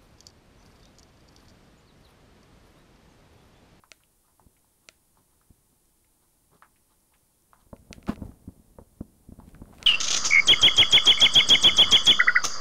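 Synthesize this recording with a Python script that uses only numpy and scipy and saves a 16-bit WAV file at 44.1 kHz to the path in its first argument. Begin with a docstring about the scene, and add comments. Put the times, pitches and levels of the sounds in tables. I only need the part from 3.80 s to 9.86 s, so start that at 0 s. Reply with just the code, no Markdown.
"""A quiet room, a cat on a leather sofa, an arm's length from a hand-held camera's microphone.
Low room rumble, hiss and the thin whine of the camera's electronics lie under it from the start.
The cat chews steak in sparse wet smacks of lips and teeth; the camera's case ticks now and then.
From about 4 s the camera is tilted up: fingers bump, rub and scrape it, right at the microphone.
Near the end a last run of smacks comes through the handling noise."""
import sys
import numpy as np
from scipy import signal
from scipy.fft import rfft, irfft, next_fast_len
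from scipy.io import wavfile

SR = 44100
rng = np.random.default_rng(int(sys.argv[2]) if len(sys.argv) > 2 else 0)


def output_pcm(signal):
    """Save a mono or channel-first signal as 16-bit PCM at the path in sys.argv[1].

    Samples are clipped to [-1, 1] before scaling.
    """
    pcm = np.clip(np.atleast_2d(signal).T, -1, 1) * 32767
    wavfile.write(sys.argv[1], SR, np.round(pcm).astype(np.int16))


N = 267246

# lips, tongue and teeth parting: t/s, level/dB, mouth resonance f/Hz, stickiness (crackle over pop)/dB
SMACKS = [(.037, -41.5, 1090, -18.5), (.203, -66, 1250, -0.5), (.236, -49, 2900, -27),
          (.482, -58.5, 1000, -8), (.596, -46, 865, -17.5), (.767, -55.5, 2180, -17), (.845, -58, 920, -25),
          (1.372, -51.5, 910, -12.5), (1.613, -59.5, 1260, -9.5), (2.245, -63, 2240, -13),
          (2.717, -62.5, 830, -3.5), (2.823, -36, 1265, -13), (2.96, -56.5, 2180, -15),
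          (3.322, -59, 870, -22), (3.338, -58.5, 2220, -5.5), (3.732, -40.5, 1115, -16.5),
          (3.791, -58, 850, -16), (4.516, -52, 1140, -19), (5.6, -40, 910, -20), (5.748, -42, 1360, -25),
          (5.856, -50, 1270, -23), (5.927, -46, 860, -6)]
# meat squeezed between the teeth: t/s, level/dB
SQUEEZES = [(.42, -75.5), (1.01, -75.5), (1.34, -74), (1.49, -77), (2.40, -75), (2.71, -67.5), (3.08, -72),
            (3.31, -75.5), (3.77, -70)]
# paws shifting on the cushion: t/s, level/dB
SHUFFLES = [(.595, -63), (1.37, -64.5), (1.885, -66.5), (2.716, -59.5)]

# sharp ticks of the camera's case: t/s, level/dB
TICKS = [(0.1169, -25.5), (1.0877, -25.5), (3.9645, -47), (4.129, -22.5), (4.228, -43), (4.2676, -36),
         (4.359, -39), (5.7461, -45.5), (5.9843, -43), (6.0282, -22.5)]
# fingers bumping the camera: t/s, relative level/dB, relative hardness/dB
BUMPS = [(.665, -49, -14), (1.705, -46, -20), (3.866, -58.5, -5.5), (3.93, -32.5, -5.5), (4.107, -34.5, -9),
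         (4.181, -38.5, -15), (4.292, -14.5, -26), (4.376, -36.5, -12), (4.419, -24.5, -17),
         (4.43, -33, -9.5), (4.491, -34.5, -31), (4.677, -30, -30.5), (4.688, -34, -17.5),
         (4.795, -47, -19), (4.986, -40.5, 0.5), (5.015, -42.5, -13), (5.208, -23, -17),
         (5.489, -36, -43.5), (5.521, -34, -18), (5.589, -35.5, -13.5), (5.678, -41.5, -19),
         (5.817, -31.5, -13.5)]
# the camera's resonances: f/Hz, width/Hz, relative level/dB
CASE_MODES = [(256, 430, -8), (641, 66, 2.5), (1367, 96, 0.5), (2043, 217, 3.5), (2584, 424, 5),
              (4270, 640, 4), (5930, 490, 6.5), (7020, 420, 5), (8960, 1500, 1.5), (13000, 4000, -22)]  # bright plastic tick
BODY_MODES = [(218.5, 67.3, 4), (333, 250, -5)]  # soft thud
SHELL_MODES = [(429, 260, 4), (730, 570, 0.5), (829, 120, -2), (1360, 640, -16)]  # hollow knock
SWAY_MODES = [(95.5, 82, 0)]  # its mass on the yielding hand
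# pressure of the shifting hand: t/s, relative level/dB
GRIP = [(3.7, -69.5), (3.9, -63.5), (4.09, -54.5), (4.34, -50), (4.55, -55), (5.1, -61.5), (5.42, -59.5),
        (5.69, -50.5), (6.06, -49.5)]
# the palm dragging heavily over the case: t/s, length/s, added level/dB
PALM_DRAGS = [(3.93, 0.091, 4.5), (4.365, 0.18, 11), (5.848, 0.11, 4.5)]
# fingers slipping over the case: t/s, length/s, level/dB
FINGER_SLIDES = [(4.272, 0.039, -32), (4.305, 0.038, -41), (5.98, 0.1, -50.5)]
# crisp rustles of handling: t/s, length/s, level/dB
CRISP_RUSTLES = [(4.268, 0.091, -58), (5.66, 0.058, -67), (5.9, 0.17, -64.5)]

# spectra at the microphone: f/Hz, relative level/dB
RUMBLE_SPECTRUM = [(15, -25), (30, 6), (65, 3.5), (140, -4.5), (210, -2.5), (300, -9), (400, -20),
                   (520, -31), (800, -47.5)]  # the hand's low rumble
RUB_SPECTRUM = [(250, -27), (400, 2), (550, -1.5), (750, -3.5), (900, -8.5), (1250, -14.5), (1700, -22.5),
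                (3000, -32.5)]  # skin rubbing the case
RUSTLE_SPECTRUM = [(800, -27), (1500, 3.5), (2300, 0.5), (3800, -1.5), (5500, -8.5), (8000, -4),
                   (15000, -12)]  # crisp rustle of handling
SCRAPE_SPECTRUM = [(250, 8), (500, 6.5), (700, 6.5), (920, 4), (1300, 3.5), (1750, -4), (2100, -9.5),
                   (2800, -8.5), (3400, -14), (4800, -15), (5800, -22), (9200, -27.5), (15500, -32)]  # a finger's rasp
AMBIENCE_SPECTRUM = [(20, 1), (60, -2), (140, -6), (330, -11), (550, -16), (900, -19), (1500, -23.5),
                     (2600, -26), (5000, -23.5), (7800, -21.5), (9000, -21.5), (14000, -23.5), (15600, -38)]  # room rumble and hiss
WHINE_SPECTRUM = [(3000, -38), (6000, -18), (7300, -13), (8000, -6), (9200, 0), (10500, -1), (11400, -8),
                  (12200, -2), (13300, -6), (13900, -16), (14400, -14), (15500, -6)]  # the camera's electronics
# faint narrow tones in the room: f/Hz, width/Hz, relative level/dB
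HUM_MODES = [(332, 12, 0), (865, 45, -7), (1080, 40, -11)]
# the room's reverberation: f/Hz, time to fall 60 dB/s
ROOM_DECAY = [(200, 0.51), (1500, 0.14), (4000, 0.15), (12000, 0.073)]

TOP_HZ = 15780  # the camera's band limit


def smacks(mouth_width=0.45, snap_db=-21, snap_hz=4200, crackle_t60=.12, crackle_width=1.02):
    """A wet film snaps and rings the mouth for a few cycles; threads of saliva crackle after it."""
    out, t = np.zeros(N), np.arange(SR // 6) / SR
    film = push(contact_s=.00002)
    snap = amp(snap_db) * crest(cavity(film, snap_hz, width=0.37))
    for s, db, mouth_hz, sticky_db in SMACKS:
        pop = crest(cavity(film, mouth_hz, mouth_width)) + snap
        breaks = slips(per_s=4500, spread_db=4, size=len(t))
        threads = unit(cavity(breaks, mouth_hz, crackle_width))
        threads += amp(snap_db) * unit(cavity(breaks, snap_hz, crackle_width))
        crackle = amp(sticky_db - 60 * t / crackle_t60) * threads
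        add(out, s, amp(db) * (pop + crackle))
    return out


def meat(length_s=0.08, fizz_db=-8.5):
    """Each squeeze squelches in the mouth and bursts tiny bubbles of juice."""
    squelch = bursts(SQUEEZES, length_s, hz=1080, per_s=2500, width=0.6)
    fizz = bursts(SQUEEZES, length_s, hz=3850, per_s=500, width=0.77)
    return squelch + amp(fizz_db) * fizz


def saliva(per_s=1.5, level_db=-57.5, spread_db=3, centre_hz=6500, spread_octaves=0.25):
    """Tiny bubbles of saliva burst at random, each with its own size and pitch."""
    out, count = np.zeros(N), int(per_s * N / SR)
    for when, size, pitch in rng.uniform(-1, 1, (count, 3)):
        hz = centre_hz * 2 ** (spread_octaves * pitch)
        bubble = crest(cavity(push(contact_s=.00002), hz, width=0.31))
        add(out, abs(when) * N / SR, amp(level_db + spread_db * size) * bubble)
    return out


def paws():
    """Paws shift on the leather cushion in short, dull shuffles."""
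    return bursts(SHUFFLES, length_s=0.058, hz=205, per_s=1500, width=4.1)


def case_ticks(sizzle_db=-36, sizzle_t60=0.25, softening=0.38):
    """A hard, very short contact rings the plastic case and leaves a faint sizzle."""
    out, t = np.zeros(N), np.arange(SR // 6) / SR
    loudest_db = max(db for s, db in TICKS)
    for s, db in TICKS:
        contact_s = .000023 * amp(softening * (loudest_db - db))  # lighter is longer and duller
        tick = crest(ring(push(contact_s), CASE_MODES))
        sizzle = coloured(rng.standard_normal(len(t)), RUSTLE_SPECTRUM)
        sizzle *= amp(sizzle_db - 60 * t / sizzle_t60)
        add(out, s, amp(db) * (tick + sizzle))
    return out


def finger_bumps(thud_db=-1, knock_db=7, sway_db=-26, sway_growth=0.64, sway_lead_s=0.0027):
    """Each bump thuds in the camera's body, knocks its shell and sways it in the hand."""
    out = np.zeros(N)
    loudest_db = max(db for s, db, hard_db in BUMPS)
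    for s, db, hard_db in BUMPS:
        thud = crest(ring(touch(contact_s=0.00041), BODY_MODES))
        knock = crest(muffled(ring(touch(contact_s=0.000071), SHELL_MODES), hz=1060))
        sway = crest(ring(touch(contact_s=0.0016), SWAY_MODES))
        add(out, s, amp(db) * (amp(thud_db) * thud + amp(hard_db + knock_db) * knock))
        # the soft pad starts to push before the thud; light bumps are mostly sway
        add(out, s - sway_lead_s, amp(sway_db + sway_growth * (db - loudest_db)) * sway)
    return out


def handling(rumble_db=-51, rub_db=-64, rustle_db=-77, rub_growth=1.02, rustle_growth=1.7):
    """Skin creeps over the case in small slips; a firmer grip is louder and brighter."""
    times, levels = np.transpose(GRIP)
    grip_db = np.interp(np.arange(N) / SR, times, levels, left=-120)
    grip_db -= grip_db.max()
    drag_db = sum(db * swell(s, length_s) for s, length_s, db in PALM_DRAGS)
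    rumble = coloured(slips(per_s=640, spread_db=2, size=N), RUMBLE_SPECTRUM)
    rub = coloured(slips(per_s=3900, spread_db=0.5, size=N), RUB_SPECTRUM)
    rustle = coloured(slips(per_s=7300, spread_db=3, size=N), RUSTLE_SPECTRUM)
    return (amp(rumble_db + grip_db + drag_db) * rumble
            + amp(rub_db + rub_growth * grip_db + drag_db) * rub
            + amp(rustle_db + rustle_growth * grip_db) * rustle)


def finger_scrape():
    """A sliding finger's dense slips make a rasp that swells and fades with its speed."""
    return strokes(FINGER_SLIDES) * coloured(slips(per_s=8500, spread_db=2, size=N), SCRAPE_SPECTRUM)


def crisp_rustles():
    """Fine slips give the bright top of the finger's scrape, then light brushes near the microphone."""
    return strokes(CRISP_RUSTLES) * coloured(slips(per_s=2800, spread_db=4, size=N), RUSTLE_SPECTRUM)


def room_echo(x):
    """The short diffuse answer of a furnished room reaches the microphone 4 ms late."""
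    hz, t, noise = signal.stft(rng.standard_normal(SR // 2), SR, nperseg=256)
    decay = amp(-60 * t / along(ROOM_DECAY, hz)[:, None])
    tail = signal.istft(noise * decay, SR, nperseg=256)[1]
    return signal.fftconvolve(np.pad(x, (SR // 250, 0)), tail / np.linalg.norm(tail))[:N]


def room_tone(noise_db=-68, hum_db=-82):
    """The bed of the place: steady rumble and hiss with a faint hum."""
    noise = amp(noise_db) * coloured(rng.standard_normal(N), AMBIENCE_SPECTRUM)
    hum = amp(hum_db) * unit(ring(rng.standard_normal(N), HUM_MODES))
    return noise + hum


def camera_whine(level_db=-72, spike_hz=256):
    """A steady train of sharp electrical spikes, heard by its high harmonics."""
    t = np.arange(N) / SR
    spikes = sum(np.cos(2 * np.pi * k * spike_hz * t) for k in range(1, TOP_HZ // spike_hz + 1))
    return amp(level_db) * coloured(spikes, WHINE_SPECTRUM)


def push(contact_s):
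    """A smooth force pulse; the longer the contact, the duller the blow."""
    u = np.arange(SR // 6) / SR / contact_s
    return u * u * np.exp(-u)


def touch(contact_s, judder=.11, t60=.075):
    """A finger pad lands, then judders until it grips."""
    pulse = crest(push(contact_s))
    t = np.arange(len(pulse)) / SR
    creep = unit(signal.fftconvolve(rng.standard_normal(len(t)), pulse)[:len(t)])
    return pulse + judder * creep * amp(-60 * t / t60)


def slips(per_s, spread_db, size):
    """Tiny stick-slip impulses at random times and of random strength."""
    impulses = (rng.random(size) < per_s / SR) * rng.standard_normal(size)
    return impulses * amp(spread_db * rng.standard_normal(size))


def bursts(rows, length_s, hz, per_s, width):
    """Short swells of tiny slips and pops, heard through one resonance."""
    out, n = np.zeros(N), int(length_s * SR)
    for s, db in rows:
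        grains = unit(cavity(slips(per_s, spread_db=0.5, size=n), hz, width))
        add(out, s, amp(db) * grains * np.sqrt(np.hanning(n)))
    return out


def swell(s, length_s):
    """A half sine from time s: 0 up to 1 and back."""
    return np.sin(np.pi * np.clip((np.arange(N) / SR - s) / length_s, 0, 1))


def strokes(rows):
    """The summed speed of strokes as a gain per sample."""
    return sum(amp(db) * swell(s, length_s) for s, length_s, db in rows)


def cavity(x, hz, width):
    """x through a soft, heavily damped hollow with steep skirts; width is a share of hz."""
    mode = [(hz, width * hz, 0)]
    return muffled(ring(ring(x, mode), mode), hz=1.75 * hz)


def ring(x, modes):
    """x through damped resonances of alternating sign."""
    def response(f):
        return sum((-1) ** k * amp(db) * 1j * f * width / (hz * hz - f * f + 1j * f * width)
                   for k, (hz, width, db) in enumerate(modes))
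    return filtered(x, response)


def muffled(x, hz):
    """x with its treble absorbed above hz."""
    return signal.sosfilt(signal.butter(2, min(hz, .45 * SR), fs=SR, output="sos"), x)


def coloured(x, spectrum):
    """x shaped by a spectrum, at rms 1."""
    return unit(filtered(x, lambda hz: amp(along(spectrum, hz))))


def filtered(x, response):
    """x times a complex response of frequency."""
    size = next_fast_len(len(x) + SR // 4)
    return irfft(rfft(x, size) * response(np.fft.rfftfreq(size, 1 / SR)), size)[:len(x)]


def along(points, hz):
    """Rows of f/Hz, value read on a log frequency axis."""
    f, values = np.transpose(points)
    return np.interp(np.log(hz + 1), np.log(f + 1), values)


def add(track, s, sound):
    """Mix a sound into a track at time s."""
    part = track[max(round(s * SR), 0):][:len(sound)]
    part += sound[:len(part)]


def amp(db):
    """Decibels to gain."""
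    return 10 ** (np.asarray(db) / 20)


def unit(x):
    """x at rms 1."""
    return x / np.sqrt(np.mean(x ** 2) + 1e-20)


def crest(x):
    """x at peak 1."""
    return x / (np.abs(x).max() + 1e-20)


def scene():
    """The cat, an arm's length from the microphone, sounds roomier than the camera's own noises."""
    cat = paws() + smacks() + meat() + saliva()
    ticks = case_ticks()
    hand = finger_bumps() + handling() + finger_scrape() + crisp_rustles()
    echo = room_echo(amp(-14.5) * cat + amp(-26.5) * ticks + amp(-23.5) * hand)
    return (cat + ticks + hand + echo + room_tone() + camera_whine())[None]


def record(dry):
    """One microphone, mono; the camera keeps nothing above its band limit."""
    return filtered(dry[0], lambda hz: hz < TOP_HZ)[None]


dry = scene()
out = record(dry)
output_pcm(out)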